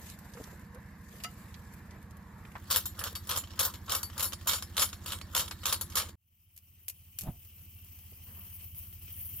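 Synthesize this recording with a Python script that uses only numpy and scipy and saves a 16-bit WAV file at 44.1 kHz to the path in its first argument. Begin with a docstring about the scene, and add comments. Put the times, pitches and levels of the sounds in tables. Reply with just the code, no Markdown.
"""Outdoors, a camping stove in three scenes cut together, with a small engine idling some way off.
First the stove is handled: cloth noise, ticks, bumps, gurgles and two knocks on the ringing tank.
Then its metal pump is worked twelve times; each contact rings the rod and thuds into the tank.
Last, gas hisses as the sound fades in, a steel striker is scraped three times and the flame flares up.
Contacts are dying noise with uneven ticks, air and cloth are coloured noise, the engine a row of harmonics."""
import sys
import numpy as np
from scipy import signal
from scipy.fft import rfft, irfft
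from scipy.io import wavfile
from scipy.ndimage import uniform_filter1d

SR = 44100
rng = np.random.default_rng(int(sys.argv[2]) if len(sys.argv) > 2 else 0)


def to_wav(s):
    """Save 16-bit WAV."""
    ch = np.atleast_2d(s).T  # columns
    pcm = np.round(np.clip(ch, -1, 1) * 32767)  # PCM
    wavfile.write(sys.argv[1], SR, pcm.astype(np.int16))


N = 414540
T = np.arange(N) / SR
SIZE = 16384  # samples in one contact
HZ = np.fft.rfftfreq(SIZE, 1 / SR)
LEAD = 64 / SR  # s of lead-in ahead of each contact

# The three scenes: start_s, end_s, firings_per_s, firing_s (time of one engine firing)
SCENES = [(0, 2.585, 13.484, .036), (2.585, 6.155, 13.374, 2.622), (6.155, 9.4, 13.292, 7.451)]
FIRST_CUT, SECOND_CUT = SCENES[1][:2]
FADE_POWER = 0.87  # shape of the last scene's fade-in
CUT_FADE_S, CUT_FADE_DB = 0.062, -6  # the second scene sinks just before its cut

# Contacts of the pump rod in its tube: start_s, peak_db, chatter_t60_s, brightness_db_per_octave
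STROKES = [(2.703, -21.5, .12, 1.5), (2.71, -15.5, .18, 2.5), (2.7445, -23, .15, -2.5),
           (2.761, -11, .084, 4.5), (2.8564, -22, .09, 7), (2.9916, -25.5, .085, 1.5),
           (3.0135, -36, .067, -18.5), (3.039, -21, .15, 3), (3.0641, -30.5, .12, -3),
           (3.1532, -25.5, .087, 1.5), (3.272, -34, .05, 5), (3.2927, -21.5, .11, 0.7),
           (3.3097, -20, .16, -2.5), (3.358, -21.5, .1, 3.5), (3.3738, -18, .046, 3.5),
           (3.438, -35, .05, -6.5), (3.474, -41.5, .04, -4), (3.5059, -40.5, 0.087, -5),
           (3.5353, -43, 0.067, -5.5), (3.575, -42.5, .08, -6.5), (3.5925, -15.5, .12, 3.5),
           (3.6023, -16.5, .2, 2.5), (3.6287, -19.5, .12, 2.5), (3.6508, -16.5, .074, 6.5),
           (3.7392, -33.5, .11, -1.8), (3.8813, -39, .1, -6), (3.895, -24, .15, -1),
           (3.9188, -16.5, .2, 1.5), (3.949, -17, .1, 5.5), (4.0309, -21, .088, 4.5),
           (4.1, -40.5, 0.066, -9), (4.131, -43, 0.055, -6), (4.1793, -25, .053, 1.5),
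           (4.1952, -19.5, .19, 0.5), (4.2267, -18, .16, 4.5), (4.2444, -23, .12, 5.5),
           (4.3224, -31, .086, -3), (4.3334, -25.5, .035, -0.5), (4.4119, -42, .06, -4),
           (4.4725, -16.5, .1, 3.5), (4.491, -15.5, .15, 0), (4.5126, -22, .17, 0), (4.5334, -18, .13, 0.1),
           (4.585, -34.5, .056, -3.5), (4.6242, -26, .054, -1.5), (4.768, -21, .087, 1),
           (4.7792, -16, .14, -1.5), (4.7958, -16, .15, 3), (4.8199, -13, .1, 1.5),
           (4.84, -26.5, .087, 3.5), (4.8895, -35.5, 0.086, 1), (4.9297, -29, .076, -3.5),
           (5.0604, -27.5, .13, 0.7), (5.0815, -28, .12, -1), (5.1049, -29, .11, -2.2),
           (5.1202, -22.5, .13, -1), (5.214, -31.5, .033, -4.5), (5.3496, -15.5, .16, 1.1),
           (5.3662, -16, .15, 0.5), (5.4001, -23.5, .12, -1), (5.4792, -31, .059, -0.5),
           (5.511, -27, .055, -3.5), (5.6341, -32.5, .074, -5), (5.6561, -16.5, .15, 0),
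           (5.6855, -22, .2, 1.5), (5.7257, -14, .08, 2.3), (5.8115, -20.5, .075, 4.4),
           (5.9, -37.5, .08, 2), (5.9214, -38, 0.13, -4), (5.9551, -16.5, .15, 3.5), (5.9714, -17, .12, -1),
           (5.9992, -24.5, .16, -4.5), (6.088, -40, .15, -1)]
# Modes of the rod and burner head: pitch_hz, relative_db, t60_s
ROD = [(2250, -15, .1), (3150, -8, .05), (3830, -9, .15), (4240, -10, .14), (4540, -7, .13),
       (5265, -14, .14), (5440, -4, .08), (5560, -6, .1), (6840, -11, .1), (7070, -8, .15), (7150, -6, .1),
       (7670, -10, .12), (8520, -12, .2), (8810, -9, .1), (9090, -8, .1), (9690, -8, .1), (10120, -10, .14),
       (10500, -12, .1), (10950, -3, .11), (11370, -3, .07), (11930, -7, .14), (12350, -9, .09),
       (12550, -12, .14), (12890, -9, .2), (13010, -9, .1), (14000, -13, .07), (14530, -9, .07),
       (14840, -10, .08), (15000, -12, .07)]
# Broad colour of the rod: pitch_hz, relative_db_per_hz
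ROD_BODY = [(1120, -14), (1900, -20), (3180, -1.5), (4960, -7), (5380, -5.5), (6210, -7.5), (7180, -3.5),
            (10300, -12.5), (11300, -6.5), (15100, -7), (16500, -30.5)]
# Dull colour of the thud in the tank: pitch_hz, relative_db_per_hz
THUD = [(220, -33.5), (380, -13.5), (414, -39), (475, -1), (749, -12.5), (959, -2), (1280, 2.5),
        (1920, -11.5), (2400, -34), (3120, -35), (5280, -120)]
# Plunger pushed home: start_s, rasp_db, tank_boom_db
PUSHES = [(2.706, -44, -49), (2.99, -48, -49), (3.292, -44.5, -46.5), (3.593, -49.5, -45),
          (3.895, -49, -44), (4.18, -55, -46), (4.473, -44.5, -48), (4.768, -45.5, -47.5), (5.06, -56, -59),
          (5.35, -47.5, -48.5), (5.656, -43.5, -50), (5.955, -51, -47)]
RING_DB, RING_TILT_DB = -42.5, -1  # modes against the rod's broad colour at 8 kHz; slope per octave
THUD_DB, THUD_DULL = -9.5, 0.75  # thud against its strike; dB gained per dB-per-octave of dullness
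PAN_SPREAD_DB, GRIT_DB = 1.5, 2.5  # each contact has its own side and uneven colour
PUSH_S, PUSH_FADE_DB_PER_S = 0.096, 302.5
BOOM_S, BOOM_FADE_DB_PER_S = 0.081, 500
DRAW_S, DRAW_END_DB, DRAW_RISE_DB_PER_S = 0.3, -54.5, 14 / 0.15  # plunger drawn back before a push

# Body of the jet's hiss: pitch_hz, relative_db_per_hz
JET = [(180, -17), (300, -5.5), (450, -16), (1180, -14), (1630, -18), (2150, -10), (2600, -3.5),
       (3100, -1.5), (3450, -14), (3900, -17), (5870, -9.5), (6680, -12.5), (9000, -9), (11000, -50)]
# Top of the hiss: pitch_hz, relative_db_per_hz
JET_TOP = [(5000, -47), (8500, -9), (8850, -9), (9970, 1), (10900, -10.5), (11900, -1.5), (14300, 12),
           (15100, 2.5), (15900, -2), (16200, -31)]
JET_DB = -58.5  # body of the hiss before the fade-in and dips
# Top of the hiss before the fade-in and dips: time_s, level_db
TOP_DB = [(6.155, -51), (7.1, -49.5), (8.2, -50.5), (8.45, -46.5), (8.9, -45), (9.1, -49.5), (9.2, -41.5),
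          (9.3, -42.5), (9.4, -41.5)]
# The hiss sags and jumps back: jump_s, sag_length_s, depth_db
DIPS = [(8.34, 0.03, -1), (8.746, 0.1, -9), (8.926, .1, -7), (9.015, 0.11, -8)]
DIP_SHARE = 0.75  # of a dip felt by the body of the hiss
# Bites and scrapes of the striker: start_s, peak_db, t60_s, left_over_right_db
SCRAPES = [(6.5638, -42.5, 0.08, -1), (6.576, -39, 0.071, 0), (6.8822, -23.5, 0.056, 1),
           (6.8976, -27.5, 0.065, 1), (7.1875, -22, 0.063, 1.5), (7.21, -27, 0.1, -1),
           (7.2344, -40, 0.24, 1)]
# Colour of the striker: pitch_hz, relative_db_per_hz
STEEL = [(470, -20), (800, -28.5), (1150, -22.5), (2120, -16.5), (2470, -7), (3560, -13), (7340, -6),
         (9100, -8), (12200, 1.5), (15300, -5.5), (16500, -35)]
# Pooled gas catching: time_s, level_db
FLARE_DB = [(7.19, -77), (7.225, -47), (7.26, -39.5), (7.28, -31.5), (7.3, -39), (7.325, -54), (7.36, -57),
            (7.4, -72)]
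# Colour of the flare: pitch_hz, relative_db_per_hz
FLARE = [(26, -34), (45, 0.5), (141, 0.5), (466, -27.5), (686, -19), (1410, -36), (3000, -42), (3900, -43),
         (6600, -120)]

# Rustling cloth: pitch_hz, relative_db_per_hz
CLOTH = [(1180, -20), (2000, -4.5), (3230, -5.5), (6300, -5.5), (7420, -0.5), (8960, -8), (14100, -1),
         (15500, -27)]
# Level of the cloth: time_s, level_db
CLOTH_DB = [(0, -56), (.108, -49.5), (.18, -65), (.434, -56), (.7, -71.5), (.95, -70.5), (1.15, -58),
            (1.6, -63), (2.2, -74), (2.585, -62)]
# Low sound of a sleeve: pitch_hz, relative_db_per_hz
SLEEVE = [(88, -21), (150, 1.5), (210, -2), (275, -18), (859, -17.5), (989, -15), (2000, -20), (2600, -53),
          (4400, -120)]
SLEEVE_S, SLEEVE_DB = 8.27, -62.5
SLEEVE_RISE_S, SLEEVE_HOLD_S, SLEEVE_FALL_DB_PER_S = 0.039, 0.2, 110
# Small ticks of the stove: start_s, peak_db, centre_hz, left_over_right_db
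TICKS = [(.1, -42, 7300, -17), (.189, -41, 14000, -5), (.3364, -42.5, 6000, -4), (.596, -50, 13000, -2),
         (0.44, -37, 5950, -3), (0.747, -46, 9000, -3), (1.203, -41.5, 2420, -3), (1.338, -53, 11700, 1),
         (1.5426, -39.5, 4030, -4), (1.738, -43.5, 13200, 4), (1.909, -47, 5630, 3),
         (2.0273, -49, 11000, 2), (2.109, -47, 7500, -2), (2.169, -47, 11900, -1), (2.4512, -40, 2100, 2),
         (2.5177, -48, 2050, -5), (7.4495, -44, 13400, .5), (7.846, -45.5, 13500, 7),
         (7.9887, -44, 13900, 4.5)]
# Dull bumps of hands on the stove: start_s, peak_db, centre_hz, left_over_right_db
BUMPS = [(0.353, -39, 450, 1), (.372, -39, 1290, -1), (.401, -32, 385, 1), (.475, -40.5, 705, -3),
         (0.529, -40, 450, -1), (0.756, -43, 950, -1), (1.138, -45, 430, -3), (2.554, -30.5, 1200, 1),
         (8.121, -49, 300, 2)]
TICK_T60, BUMP_T60 = 0.051, 0.082  # s
# Fuel gurgling in the tank: start_s, peak_db, low_hz, high_hz, length_s
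GURGLES = [(0.359, -48, 437, 533, 0.049), (.735, -50, 464, 533, 0.054)]
# Knocks on the tank: start_s, peak_db, rattle_t60_s, brightness_db_per_octave
KNOCKS = [(1.2374, -26.5, 0.078, 9), (1.246, -26.5, 0.055, -1)]
# Modes of the tank: pitch_hz, relative_db, t60_s
TANK = [(716, -12, .15), (1310, -4, .12), (2056, -4, .1), (2850, -11, .12), (2960, -10, .14),
        (4840, -16, .1), (5819, -18, .08), (6830, -16, .06)]
# Broad colour of the tank: pitch_hz, relative_db_per_hz
TANK_BODY = [(240, -43.5), (400, -24), (1760, -2.5), (2970, -5), (3210, -6), (13900, -25.5), (15500, -35)]

# Exhaust note, one list a scene: multiple_of_firing_rate, relative_db
EXHAUST = [
    [(1, -27.5), (2, -27.5), (3, -5), (4, -0.5), (5, 0.5), (6, 5), (7, -4.5), (8, -2), (9, -2.5), (10, -7),
     (11, -30), (12, -1.5), (13, 0.5), (14, -10), (15, 3), (16, -12.5), (17, -4.5), (18, -20), (19, -13.5),
     (20, -13), (21, -32), (22, -17), (23, -12.5), (24, -20), (25, -35), (26, -16)],
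    [(1, -52), (2, -15), (3, -8), (4, -1), (5, -4), (6, 5.5), (7, 4), (8, -8.5), (9, -8), (10, -8),
     (11, -24), (12, -10), (13, -9), (14, -26), (15, -4), (16, -15.5), (17, -13), (18, -39), (19, -11.5),
     (20, -25), (21, -19), (22, -17.5), (23, -16.5), (24, -15.5), (25, -33.5), (26, -11.5)],
    [(1, -45), (2, -20), (3, -10.5), (4, -6), (5, -15), (6, 4), (7, 1), (8, -7.5), (9, -8), (10, -14),
     (11, -21), (12, -14), (13, -29), (14, -30), (15, -16), (16, -34), (17, -22), (18, -60.5), (19, -34),
     (20, -26)],
]
# Exhaust level in each scene, before the fades: level_db
ENGINE_DB = [-51, -47.5, -50]
# Engine tone in each of the first two scenes, before the fades: pitch_hz, level_db
WHINE = [(473, -73), (345, -76.5)]
# Engine clatter and air: pitch_hz, relative_db_per_hz
CLATTER = [(45, -28), (85, -4), (150, -10), (380, -22.5), (470, -22), (730, -23), (1020, -17.5),
           (1400, -23.5), (1730, -18), (3320, -41), (3930, -37.5), (9340, -49), (12800, -39),
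           (14300, -41.5), (15300, -70)]
# Clatter in each of the first two scenes, before the fades: level_db
CLATTER_DB = [-54.5, -57]
# Air around the engine in the last scene: pitch_hz, relative_db_per_hz
RUMBLE = [(24, -36), (40, -12), (70, -8), (97, -1.5), (156, -8), (353, -27.5), (400, -45), (520, -66),
          (880, -120)]
# Level of that air before the fade-in: time_s, level_db
RUMBLE_DB = [(6.155, -58), (9.4, -59)]

# Microphone ports, left over right: pitch_hz, level_db
PORTS = [(60, -2.5), (150, -2), (380, -2), (950, -0.5), (2380, -0.5), (5980, -1), (15000, 4)]
EDGE_HZ = 16800  # band limit


def pump():
    """Each contact rings the rod's modes by its own amounts and thuds into the tank."""
    span = [[FIRST_CUT], [SECOND_CUT]]
    rasp, boom = slide()
    out = rasp * noise(ROD_BODY, span, same=0.44, patchy_db=3.1, flicker_db=2.5, size=256)
    out += (boom + gain_of(-12) * rasp) * noise(THUD, span, same=0.46, patchy_db=3.5, flicker_db=1.5)
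    mode_db = RING_DB + RING_TILT_DB * np.log2(np.transpose(ROD)[0] / 8000)
    modes = ringing(ROD) * gain_of(mode_db)[:, None]
    body, thud = gain_of(read(ROD_BODY, HZ)), gain_of(read(THUD, HZ))
    for s, db, t60, tilt_db in STROKES:
        both, left, right = rng.standard_normal((len(ROD), 3)).T
        ring = gain_of(4.5 * both + 3 * np.array([left, right])) @ modes
        grit = gain_of(GRIT_DB * evened(uniform_filter1d(rng.standard_normal(len(HZ)), size=200)))
        tilt = gain_of(tilt_db * np.log2(np.clip(HZ, 2000, 16000) / 6000))
        rod = (body * grit + ring) * tilt
        pan_db = PAN_SPREAD_DB * rng.standard_normal()
        strike = chatter(t60, same=0.51, lumpy_db=2.4, ticks_per_s=500) * rod
        add(out, s - LEAD, sides(pan_db) * peaked(strike, db))
        dull = chatter(1.1 * t60, same=0.59, lumpy_db=1.1, ticks_per_s=200) * thud
        add(out, s - LEAD, peaked(dull, db + THUD_DB - THUD_DULL * tilt_db))
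    return out * (T < SECOND_CUT) * fade_in()


def slide():
    """Gains of the plunger's rasp (a growing draw, then a push) and of the tank's boom under each push."""
    rasp, boom = np.zeros((2, N))
    for s, db, boom_db in PUSHES:
        drawing = (T < s) * (T > s - DRAW_S)
        rasp += gain_of(DRAW_END_DB + DRAW_RISE_DB_PER_S * (T - s)) * drawing
        rasp += gain_of(db) * swell(s, 0.0045, PUSH_S, PUSH_FADE_DB_PER_S)
        boom += gain_of(boom_db) * swell(s, 0.03, BOOM_S, BOOM_FADE_DB_PER_S)
    return rasp, boom


def burner():
    """The jet's broad and sagging hiss, the striker's steel scrapes and the low burst of the flare."""
    dip_db = sum(db * np.clip(1 + (T - s) / sag, 0, 1) * (T < s) for s, sag, db in DIPS)
    body = noise(JET, TOP_DB, same=0.32, patchy_db=1.8, flicker_db=1.3)
    top = noise(JET_TOP, TOP_DB, same=0.76, patchy_db=2.6, flicker_db=1.5)
    hiss = gain_of(JET_DB + DIP_SHARE * dip_db) * body + curve(TOP_DB) * gain_of(dip_db) * top
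    flare = curve(FLARE_DB) * noise(FLARE, FLARE_DB, same=0.7, patchy_db=0.25, flicker_db=0.78, size=1024)
    out = hiss * fade_in() + flare
    steel = gain_of(read(STEEL, HZ))
    for s, db, t60, pan_db in SCRAPES:
        scrape = chatter(t60, same=0.2, lumpy_db=2.4, ticks_per_s=100) * steel
        add(out, s - LEAD, sides(pan_db) * peaked(scrape, db))
    return out


def handling():
    """Cloth noise, resonant ticks and bumps, rising gurgles and tank knocks as the stove is moved about."""
    out = curve(CLOTH_DB) * noise(CLOTH, CLOTH_DB, same=0.13, patchy_db=2.5, flicker_db=2.15)
    span = [[SLEEVE_S - 0.1], [SLEEVE_S + 0.36]]
    sleeve = noise(SLEEVE, span, same=0.26, patchy_db=3.4, flicker_db=2.9, size=1024)
    brush = swell(SLEEVE_S, SLEEVE_RISE_S, SLEEVE_HOLD_S, SLEEVE_FALL_DB_PER_S)
    out += gain_of(SLEEVE_DB) * brush * sleeve
    for touches, t60 in [(TICKS, TICK_T60), (BUMPS, BUMP_T60)]:
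        for s, db, hz, pan_db in touches:
            colour = 1 / (1 + ((HZ - hz) / (0.57 * hz)) ** 2) * (HZ < 15500)
            touch = chatter(t60, same=0.35, lumpy_db=2.1, ticks_per_s=150) * colour
            add(out, s - LEAD, sides(pan_db) * peaked(touch, db))
    for s, db, low_hz, high_hz, length in GURGLES:
        hz = np.linspace(low_hz, high_hz, round(length * SR))  # a bubble rises in pitch
        bubble = np.sin(2 * np.pi * np.cumsum(hz) / SR) * np.sqrt(np.hanning(len(hz)))
        add(out, s, gain_of(db) * bubble)
    tank = gain_of(-34.5) * ringing(TANK).sum(0) + gain_of(read(TANK_BODY, HZ))
    for s, db, t60, tilt_db in KNOCKS:
        tilt = gain_of(tilt_db * np.log2(np.clip(HZ, 400, 9000) / 2000))
        knock = chatter(t60, same=0.12, lumpy_db=1.2, ticks_per_s=150) * tank * tilt
        add(out, s - LEAD, peaked(knock, db))
    return out


def engine():
    """Some way off: exhaust note, steady tone, clatter, and in the last scene low air."""
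    air = noise(RUMBLE, RUMBLE_DB, same=0.21, patchy_db=0.99, flicker_db=0.69, size=2048)
    span = [[0], [SECOND_CUT]]
    clatter = noise(CLATTER, span, same=0.54, patchy_db=1.95, flicker_db=0.97, size=2048)
    clatter *= gain_of(np.where(T < FIRST_CUT, *CLATTER_DB))
    return (exhaust() + whine() + curve(RUMBLE_DB) * air + clatter) * fade_in()


def exhaust():
    """One firing a cycle; overtones away from the pipe's own note arrive later in the cycle."""
    out = np.zeros(N)
    for (start, end, rate, firing), db, orders in zip(SCENES, ENGINE_DB, EXHAUST):
        k, level_db = np.transpose(orders)
        late = np.cumsum(np.maximum(0.055 * (k - 5.5), 0.1 * (5.5 - k)))  # phase lag, cycles
        inside = (T >= start) & (T < end)
        wander = evened(uniform_filter1d(rng.standard_normal(inside.sum()), size=9000))
        strength = evened(uniform_filter1d(rng.standard_normal(inside.sum()), size=3000))
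        turns = (T[inside] - firing) * rate + 0.0015 * wander
        note = gain_of(level_db) @ np.cos(2 * np.pi * (k[:, None] * turns - late[:, None]))
        out[inside] = gain_of(db + 0.27 * strength) * evened(note)
    return out


def whine():
    """A sine with slightly wavering phase in each of the first two scenes."""
    out = np.zeros(N)
    for (start, end, *_), (hz, db) in zip(SCENES, WHINE):
        waver = evened(uniform_filter1d(rng.standard_normal(N), size=4000))
        tone = np.sqrt(2) * np.sin(2 * np.pi * hz * T + 0.5 * waver)
        out += gain_of(db) * tone * (T >= start) * (T < end)
    return out


def fade_in():
    """Gain that sinks at the end of the second scene and rises from silence through the last one."""
    start, end = SCENES[2][:2]
    away = gain_of(CUT_FADE_DB * np.clip(1 + (T - start) / CUT_FADE_S, 0, 1))
    return np.where(T < start, away, np.clip((T - start) / (end - start), 0, 1) ** FADE_POWER)


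def chatter(t60, same, lumpy_db, ticks_per_s):
    """Spectrum of a sharp first contact, then uneven ticks and rasp that die away."""
    t, same = np.arange(SIZE) / SR, alike(same, HZ)
    a, b, lumps = rng.standard_normal((3, SIZE))
    ticks = rng.random(SIZE) < ticks_per_s / SR
    big = np.minimum(rng.exponential(1, SIZE), 2.5)
    slips = signal.lfilter([1], [1, -0.9], ticks * gain_of(6 + 2 * big))
    lumps = evened(uniform_filter1d(lumps, size=120)) * np.clip(t / 0.0038, 0, 1)
    dying = gain_of(-60 * t / max(t60, 0.004) + lumpy_db * lumps)
    shape = (1 + slips + 1.4 * np.exp(-t / 0.00043)) * dying
    left, other = rfft(a * shape), rfft(b * shape)
    return np.array([left, same * left + np.sqrt(1 - same ** 2) * other])


def ringing(modes):
    """Spectra of dying sines, one row a mode."""
    hz, db, t60 = np.transpose(modes)[:, :, None]
    t = np.arange(SIZE) / SR
    return rfft(gain_of(db - 60 * t / np.clip(t60, 0.01, 0.3)) * np.sin(2 * np.pi * hz * t))


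def peaked(spectrum, db):
    """Back to sound, with a small lead-in; its loudest few milliseconds peak near the given level."""
    x = np.roll(irfft(spectrum), 64, axis=1)
    power = uniform_filter1d((x ** 2).mean(0), size=200).max()
    return gain_of(db) * x / np.sqrt(9 * power)  # peaks taken as three times the rms


def noise(colour, span, same, patchy_db, flicker_db, size=512):
    """Random short-time spectra with patches and flicker, from the first to the last time in span."""
    a, b = round(span[0][0] * SR), min(round(span[-1][0] * SR) + 1, N)
    hop = size // 4
    frames, hz = (b - a) // hop + 5, np.fft.rfftfreq(size, 1 / SR)
    p, q, r, s, patches = rng.standard_normal((frames, len(hz), 5)).T
    patches = uniform_filter1d(uniform_filter1d(patches, size=7, axis=0), size=12, axis=1)
    flicker = evened(uniform_filter1d(rng.standard_normal(frames), size=3))
    same = alike(same, hz)[:, None]
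    left, other = p + 1j * q, r + 1j * s
    z = np.array([left, same * left + np.sqrt(1 - same ** 2) * other])
    z *= gain_of(read(colour, hz)[:, None] + patchy_db * evened(patches) + flicker_db * flicker)
    out = np.zeros((2, N))
    out[:, a:b] = evened(signal.istft(z, nperseg=size, noverlap=size - hop)[1][:, :b - a])
    return out


def alike(same, hz):
    """Left-right likeness: the bass is nearly the same at both ports."""
    same = np.clip(same, 0, 1)
    return same + (1 - same) / (1 + (hz / 700) ** 2)


def swell(start, rise, hold, fall_db_per_s):
    """Gain that rises until start, holds, then falls."""
    fall = gain_of(-fall_db_per_s * np.maximum(T - start - hold, 0))
    return np.clip(1 + (T - start) / rise, 0, 1) ** 2 * fall


def curve(rows):
    """A level curve as gain, silent outside its span."""
    s, db = np.transpose(rows)
    return gain_of(np.interp(T, s, db)) * (T >= s[0]) * (T < s[-1])


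def read(points, hz):
    """Reads a spectrum in dB on a log-frequency axis."""
    f, value = np.transpose(points)
    return np.interp(np.log(hz + 1), np.log(f + 1), value, left=-90, right=-90)


def gain_of(db):
    """Decibels to gain."""
    return 10 ** (np.asarray(db) / 20)


def evened(x):
    """Scales to rms 1."""
    return x / np.sqrt(np.mean(x ** 2) + 1e-20)


def sides(pan_db):
    """Left and right gain."""
    return gain_of([[pan_db / 2], [-pan_db / 2]])


def add(mix, s, sound):
    """Mixes a sound in at a time in seconds."""
    part = mix[:, round(s * SR):][:, :sound.shape[-1]]
    part += sound[..., :part.shape[1]]


def scene():
    """All sources, from the pump to the engine."""
    return pump() + burner() + handling() + engine()


def record(dry):
    """Two close ports: the right lags more and more towards the treble; then the band limit."""
    hz = np.fft.rfftfreq(N, 1 / SR)
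    f, lean_db = np.transpose(PORTS)
    lean_db = np.interp(np.log(hz + 1), np.log(f), lean_db)
    lag = np.exp(-1j * np.pi * (hz / 8300) ** 2.2)
    ports = rfft(dry) * gain_of([lean_db / 2, -lean_db / 2])
    ports[1] *= lag
    band = signal.firwin(511, EDGE_HZ, window=("kaiser", 9), fs=SR)
    return signal.oaconvolve(irfft(ports, N), band[None], "same")


dry = scene()
out = record(dry)
to_wav(out)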